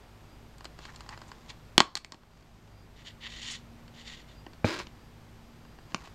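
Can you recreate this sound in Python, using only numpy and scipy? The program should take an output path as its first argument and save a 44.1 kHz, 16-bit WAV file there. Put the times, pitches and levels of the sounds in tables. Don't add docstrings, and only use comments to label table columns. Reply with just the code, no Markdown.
import sys
import numpy as np
from scipy import signal
from scipy.fft import rfft, irfft
from scipy.io import wavfile

SR = 44100
rng = np.random.default_rng(int(sys.argv[2]) if len(sys.argv) > 2 else 0)


def store_wav(level_fs):
    pcm = np.round(np.clip(np.atleast_2d(level_fs), -1, 1) * 32767)
    wavfile.write(sys.argv[1], SR, pcm.T.astype(np.int16))


N = 270774
TIME = np.arange(N) / SR

# frequency in Hz, relative density in dB per Hz.
AIR_SPECTRUM = [(20, -1), (50, -1.5), (75, -6), (120, -2.5), (190, -10.5), (300, -9), (500, -13.5),
                (850, -14.5), (1600, -20), (3200, -24.5), (5000, -29), (8000, -34), (11000, -42),
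                (16000, -46)]
AIR_DB = -54.5
# frequency in Hz, relative level in dB.
FAN_HUM = [(52.5, -57.5), (102.3, -60.5), (156.1, -66)]
# start in seconds, length in seconds, level in dB.
MOTOR_SWELLS = [(3.1, 0.96, -64), (5.15, 0.55, -66.5)]
MOTOR_HZ, MOTOR_DB = 232, -65.5
SWELL_ATTACK_S, SWELL_RELEASE_DB_PER_S = 0.43, 72
WHINE_HZ, WHINE_DB = 11800, -80.5
WHISTLE_HZ, WHISTLE_MEDIAN_DB = 4800, -82.5

RUMBLE_START_S, RUMBLE_ATTACK_S, RUMBLE_DB, RUMBLE_TOP_HZ = .4, .8, -60.5, 166

# start in seconds, relative level in dB, tilt in dB per octave, boom in dB, contact corner in Hz.
FINGER_TAPS = [(0.582, -59.5, 5.5, 1, 14000), (0.607, -51, -.5, 6, 7500), (0.644, -48.5, 3, 9, 14000),
               (0.653, -37, 0.6, -3.5, 5600), (0.789, -47, -2, 2, 14000), (0.852, -39.5, 2.5, -3, 3900),
               (0.96, -47, 5.5, -13, 6030), (1.006, -44.5, 1, 4, 7500), (1.062, -51.5, -0.5, 3.5, 5000),
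               (1.09, -41, 2.5, 2, 6500), (1.175, -46.5, -1.5, 1, 7000), (1.216, -47, -0.5, 4.5, 6000),
               (1.316, -45, 0.5, 6, 5800), (2.233, -53.5, -1.5, 0, 4010), (2.424, -52.5, 0, -6, 4000),
               (3.879, -47.5, 0.5, -8, 3600), (4.465, -41.5, -3.5, -9, 3000), (4.533, -48.5, 0, -7, 4500),
               (5.65, -54, -1, 1, 3500), (5.787, -54.5, -4.5, -2, 4000), (5.92, -49.5, -1.5, -4, 4000),
               (6.021, -55, -0.5, 2, 4000), (6.073, -54.5, -3, 6.5, 6000)]
# frequency in Hz, width in Hz, relative level in dB.
SHELL_MODES = [(194, 170, -5.5), (338, 98, -3), (690, 260, -4), (1087, 160, -2.5), (1550, 180, -5),
               (1940, 220, -7), (2633, 540, -6.5), (3200, 670, -6), (4467, 550, -2), (5250, 1200, -7.5),
               (6867, 550, -6), (7455, 1800, -6.5), (8807, 400, -14), (12620, 900, -21), (13600, 1600, -22)]
PIVOT_HZ, BOOM_HZ, BOOM_OCTAVES = 2440, 1050, .6

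# start in seconds, length in seconds, level in dB before sag.
SKIN_RUBS = [(.7, .8, -56.5), (2.197, 0.55, -62.5), (5.846, .22, -57)]
RUB_ATTACK_S, RUB_SAG_DB_PER_S, RUB_RELEASE_DB_PER_S = 0.22, 8, 109
# frequency in Hz, width in Hz, relative level in dB.
SLEEVE_MODES = [(785, 180, 1.5), (1080, 260, 2.5), (1750, 600, -3), (2500, 1400, -6.5), (4197, 1700, -7.5),
                (7000, 1900, -10.5)]

# time of the peak in seconds, relative level in dB, half-length in seconds, centre in Hz.
SHELL_SCUFFS = [(0.841, -53, 0.027, 3300), (0.894, -48.5, 0.0096, 1700), (1.115, -45.5, 0.015, 950),
                (1.132, -44.5, 0.011, 1740), (1.286, -59, 0.0077, 7500), (1.501, -43, 0.009, 3320),
                (1.9715, -25, 0.0036, 3356), (2.136, -47, 0.012, 423), (3.519, -42, 0.0099, 6960),
                (6.06, -49, 0.008, 2880)]

# start in seconds, relative level in dB, tilt in dB per octave,
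# boom in dB, the catch's own ring in Hz, relative level of that ring in dB.
LATCH_SNAPS = [(1.7793, -14, -0.45, -3, 3150, -10), (1.8032, -15, -0.1, 5.5, 3150, -13),
               (1.9533, -29, 2.5, -0.5, 4220, -21.5), (1.974, -38.5, 4.5, 2, 3540, -37),
               (2.0464, -40, 2.5, -2, 2300, -40.5), (2.121, -38.5, 0.7, -3, 4500, -35.5),
               (2.144, -50, -3, -11, 2680, -53)]
# frequency in Hz, width in Hz, relative level in dB.
LID_MODES = [(355, 14, -24), (1130, 13, -18), (1200, 20, -17)]
BOUNCE_S, BOUNCE_DB = .00092, -13

# start in seconds, length in seconds,
# attack in seconds, relative level in dB, treble share in dB.
DISC_PUSHES = [(2.95, 0.075, 0.027, -58, -8.5), (3.043, 0.037, 0.037, -43, -11),
               (3.2, 0.071, 0.077, -39.5, -20.5), (3.283, 0.122, 0.024, -46.5, -8),
               (3.414, .14, 0.0043, -42.5, -4), (3.932, 0.097, 0.033, -54, -7),
               (4.035, .11, .06, -46.5, -8), (4.152, 0.054, .02, -53, -11), (4.265, 0.066, .04, -58, -9)]
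PUSH_RELEASE_DB_PER_S = 484
# frequency in Hz, width in Hz, relative level in dB.
DISC_MODES = [(1000, 190, -2.5), (1925, 210, 4.5), (2954, 420, 3.5), (3565, 300, 4.5), (4170, 610, -1.5),
              (4720, 350, -2), (5600, 740, -8.5), (6770, 400, -2.5), (7150, 650, -5.5)]

POP_S, POP_DB = 4.6440, -18
# frequency in Hz, width in Hz, relative level in dB.
TRAY_MODES = [(99.4, 21, 1), (238, 38, -2), (317.6, 7.1, -7), (480, 56, -4), (630, 64, -6), (826, 88, -8),
              (1480, 380, -11.5), (2390, 120, -11.5), (4900, 500, -43)]
DRAG_S, DRAG_DB, DRAG_ATTACK_S = .16, -33, 0.011
DRAG_SAG_DB_PER_S, DRAG_RELEASE_DB_PER_S = 40.5, 350
# frequency in Hz, width in Hz, relative level in dB.
EDGE_MODES = [(314, 54, -0.5), (565, 230, -12), (1040, 150, -7), (1550, 280, -9), (1890, 410, -12),
              (2400, 370, -10), (3080, 1400, -16), (4150, 550, -13), (4960, 480, -17), (6830, 2400, -26.5),
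              (13000, 4000, -43.5)]

# start in seconds, relative level in dB, tilt in dB per octave, boom in dB, contact corner in Hz.
TRAY_CLACKS = [(4.7906, -39, 3, -7, 9000), (4.8004, -40, 1.5, 6.5, 5400), (4.8692, -41, 2, -7, 4000),
               (5.9454, -27.5, 0.95, 3, 15000)]
# frequency in Hz, width in Hz, relative level in dB.
RIM_MODES = [(184, 78, 4), (362, 52, -8), (590, 280, -17), (1090, 260, 2.5), (1600, 57, -18),
             (2150, 520, -11), (2890, 480, -1), (3660, 130, -11), (4305, 320, -6.5), (4830, 400, -6.5),
             (5930, 520, -5.5), (7230, 310, -13), (8860, 770, -19.5)]

# delay in seconds, level in dB.
NEAR_ECHOES = [(.0049, -20), (0.012, -24), (0.0162, -23.5)]
# band centre in Hz, 60 dB decay time in seconds, level in dB.
ROOM_BANDS = [(198.1, 0.27, -13), (450, 0.3, -13), (1110, 0.35, -17), (2090, 0.16, -12), (4422, .29, -19.5),
              (9000, 0.16, -15)]

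CUTOFF_HZ = 15850


def from_db(db):
    return 10 ** (np.asarray(db) / 20)


def rms_one(x):
    return x / np.sqrt(np.mean(x ** 2) + 1e-20)


def cut(x, hz, kind, order=2):
    sections = signal.butter(order, np.clip(hz, 10, .45 * SR), kind, fs=SR, output="sos")
    return signal.sosfilt(sections, x)


def drift(rate):
    knots = rng.standard_normal(N // 20)
    return np.interp(TIME * rate, np.arange(len(knots)), knots)


def tone(hz, wander_hz, rate):
    pitch_hz = hz + wander_hz * drift(rate)
    return np.sqrt(2) * np.sin(2 * np.pi * np.cumsum(pitch_hz) / SR)


def resonance(x, hz, width):
    r = np.exp(-np.pi * width / SR)
    poles = [1, -2 * r * np.cos(2 * np.pi * hz / SR), r * r]
    return signal.lfilter((1 - r * r) / 2 * np.array([1, 0, -1]), poles, x + 1e-18)


def add(out, s, sound):
    at = int(s * SR)
    out[at:at + len(sound)] += sound[:N - at]


def stroke(start_s, length_s, attack_s, release_db_per_s, sag_db_per_s=0):
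    t = np.maximum(TIME - start_s, 0)
    rise = np.sin(np.pi / 2 * np.minimum(t / attack_s, 1))
    loss_db = sag_db_per_s * t + release_db_per_s * np.maximum(t - length_s, 0)
    return rise * from_db(-np.clip(loss_db, 0, 200))


def strike(modes, tilt_db, boom_db, crackle, crackle_s, bend, corner_hz=SR / 2, size=16384):
    t = np.arange(size) / SR
    slips = cut(rng.standard_normal(size) * np.exp(-t / crackle_s), 1400, "high")
    force = crackle * rms_one(slips) / np.sqrt(size)
    force[0] += 1
    out = np.zeros(size)
    for k, (hz, width, db) in enumerate(modes):
        boom_shape = np.exp(-.5 * (np.log2(hz / BOOM_HZ) / BOOM_OCTAVES) ** 2)
        colour_db = tilt_db * np.log2(hz / PIVOT_HZ) + boom_db * boom_shape
        out += (-1) ** k * from_db(db + colour_db) * rms_one(resonance(force, hz, width))
    out = cut(out, corner_hz, "low")
    for _ in range(5):
        out = signal.lfilter([-bend, 1], [1, -bend], out)
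    return out * np.sqrt(.004 / t[-1])


def friction(modes, per_s, grain_db, uneven_db):
    happens = rng.random(N) < per_s / SR
    size_db = grain_db * np.minimum(rng.exponential(1, N), 4)
    slips = happens * rng.standard_normal(N) * from_db(size_db)
    slips = slips * from_db(uneven_db * drift(130))
    out = np.zeros(N)
    for k, (hz, width, db) in enumerate(modes):
        out += (-1) ** k * from_db(db) * resonance(slips, hz, width)
    return rms_one(out)


def background():
    hz, db = np.transpose(AIR_SPECTRUM)
    bins = np.maximum(np.fft.rfftfreq(N, 1 / SR), 1)
    spectrum_db = np.interp(np.log(bins), np.log(hz), db)
    air = rms_one(irfft(rfft(rng.standard_normal(N)) * from_db(spectrum_db), N))
    hum = sum(from_db(db + 2.2 * drift(4.4)) * tone(hz, wander_hz=1.7, rate=15) for hz, db in FAN_HUM)
    swells = np.zeros(N)
    for s, length_s, db in MOTOR_SWELLS:
        swells += from_db(db) * stroke(s, length_s, SWELL_ATTACK_S, SWELL_RELEASE_DB_PER_S)
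    motor = (from_db(MOTOR_DB) + swells) * tone(MOTOR_HZ, wander_hz=2.0, rate=4)
    tremble_hz = 26 * np.sin(2 * np.pi * 30 * TIME)
    whine = from_db(WHINE_DB) * tone(WHINE_HZ + tremble_hz, wander_hz=14, rate=150)
    whistle = from_db(WHISTLE_MEDIAN_DB + 5 * drift(18)) * tone(WHISTLE_HZ, wander_hz=30, rate=90)
    return from_db(AIR_DB) * air + from_db(-1.0) * hum + motor + whine + whistle


def hands():
    moving = np.clip((TIME - RUMBLE_START_S) / RUMBLE_ATTACK_S, 0, 1)
    low_noise = cut(rng.standard_normal(N), RUMBLE_TOP_HZ, "low", order=4)
    return from_db(RUMBLE_DB) * moving * rms_one(cut(low_noise, 37, "high"))


def taps():
    out = np.zeros(N)
    for s, db, tilt_db, boom_db, corner_hz in FINGER_TAPS:
        knock = strike(SHELL_MODES, tilt_db, boom_db, crackle=1.77, crackle_s=0.0031, bend=.6,
                       corner_hz=corner_hz)
        add(out, s, from_db(db) * knock)
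    return from_db(-0.84) * cut(out, 296, "high")


def fingers():
    rustle = cut(friction(SLEEVE_MODES, per_s=2800, grain_db=2.0, uneven_db=4.0), 6700, "low")
    rubbing = np.zeros(N)
    for s, length_s, db in SKIN_RUBS:
        rubbing += from_db(db) * stroke(s, length_s, RUB_ATTACK_S, RUB_RELEASE_DB_PER_S, RUB_SAG_DB_PER_S)
    return rustle * rubbing


def scuffs():
    grit = friction(SLEEVE_MODES, per_s=4000, grain_db=1.5, uneven_db=1.5)
    out = np.zeros(N)
    for s, db, half_s, hz in SHELL_SCUFFS:
        swell = np.exp(-np.minimum(((TIME - s) / half_s) ** 2 / 2, 30))
        out += from_db(db) * swell * rms_one(resonance(grit, hz, 0.45 * hz))
    return from_db(-1.5) * out


def snaps():
    out = np.zeros(N)
    for s, db, tilt_db, boom_db, catch_hz, catch_db in LATCH_SNAPS:
        case_ring = strike(SHELL_MODES + LID_MODES, tilt_db, boom_db, crackle=0.53, crackle_s=.003, bend=.65)
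        add(out, s, from_db(db) * case_ring)
        catch_ring = strike([(catch_hz, 620, catch_db)], 0, 0, crackle=0.15, crackle_s=0.0035, bend=.6)
        add(out, s + .0004, catch_ring)
    out = out + from_db(BOUNCE_DB) * np.interp(TIME - BOUNCE_S, TIME, out)
    notched = out - from_db(-1.0) * resonance(out, 10300, 3400)
    return from_db(1.0) * cut(notched, 9800, "low")


def disc():
    hiss = cut(friction(DISC_MODES, per_s=9000, grain_db=1.8, uneven_db=1.5), 1100, "high")
    hiss = cut(hiss, 9300, "low", order=4)
    body = rms_one(cut(hiss, 4670, "low", order=4))
    treble = rms_one(cut(hiss, 4600, "high", order=4))
    body_gain = treble_gain = 0
    for s, length_s, attack_s, db, treble_db in DISC_PUSHES:
        push = from_db(db) * stroke(s, length_s, attack_s, PUSH_RELEASE_DB_PER_S)
        body_gain = np.maximum(body_gain, push)
        treble_gain = np.maximum(treble_gain, from_db(treble_db) * push)
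    return from_db(-3.0) * (body_gain * body + treble_gain * treble)


def tray():
    pop = np.zeros(N)
    add(pop, POP_S, from_db(POP_DB) * strike(TRAY_MODES, 0, 0, crackle=0.075, crackle_s=.004, bend=0.42))
    drag = stroke(POP_S, DRAG_S, DRAG_ATTACK_S, DRAG_RELEASE_DB_PER_S, DRAG_SAG_DB_PER_S)
    scrape = drag * friction(EDGE_MODES, per_s=3000, grain_db=1.5, uneven_db=0.8)
    return cut(pop, 5500, "low") + from_db(DRAG_DB) * scrape


def clacks():
    out = np.zeros(N)
    for s, db, tilt_db, boom_db, corner_hz in TRAY_CLACKS:
        knock = strike(RIM_MODES, tilt_db, boom_db, crackle=0.73, crackle_s=0.0021, bend=0.57,
                       corner_hz=corner_hz)
        add(out, s, from_db(db) * knock)
    return from_db(-3.5) * cut(out, 10000, "low")


def room(x, build_s, size=24000):
    t = np.arange(size) / SR
    response = np.zeros(size)
    for hz, t60, db in ROOM_BANDS:
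        band = cut(rng.standard_normal(size), hz / np.sqrt(2), "high", order=4)
        band = cut(band, hz * np.sqrt(2), "low", order=4)
        decay = from_db(-60 * t / t60) * (1 - np.exp(-t / build_s))
        response += from_db(db) * band * rms_one(decay) / np.sqrt(size)
    for delay, db in NEAR_ECHOES:
        response[int(delay * SR)] += from_db(db)
    return signal.fftconvolve(x, response)[:N]


def scene():
    case = hands() + taps() + fingers() + scuffs() + snaps() + disc() + tray() + clacks()
    return (case + room(case, build_s=.005) + background())[None]


def gain_control(x, threshold_db, depth_db, release_db_per_s, attack_s):
    over = np.clip(20 * np.log10(np.abs(x) + 1e-9) - threshold_db, 0, depth_db)
    recovery = release_db_per_s * TIME
    held = np.maximum.accumulate(over + recovery, axis=-1) - recovery
    r = np.exp(-1 / (attack_s * SR))
    reduction_db = signal.lfilter([1 - r], [1, -r], held)
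    return x * from_db(-reduction_db)


def record(dry):
    ducked = gain_control(dry, threshold_db=-4.0, depth_db=9.5, release_db_per_s=5.5, attack_s=0.051)
    clipped = ducked / (1 + ducked ** 16) ** (1 / 16)
    top_cut = signal.ellip(10, .1, 80, CUTOFF_HZ, fs=SR, output="sos")
    return signal.sosfilt(top_cut, clipped)


dry = scene()
out = record(dry)
store_wav(out)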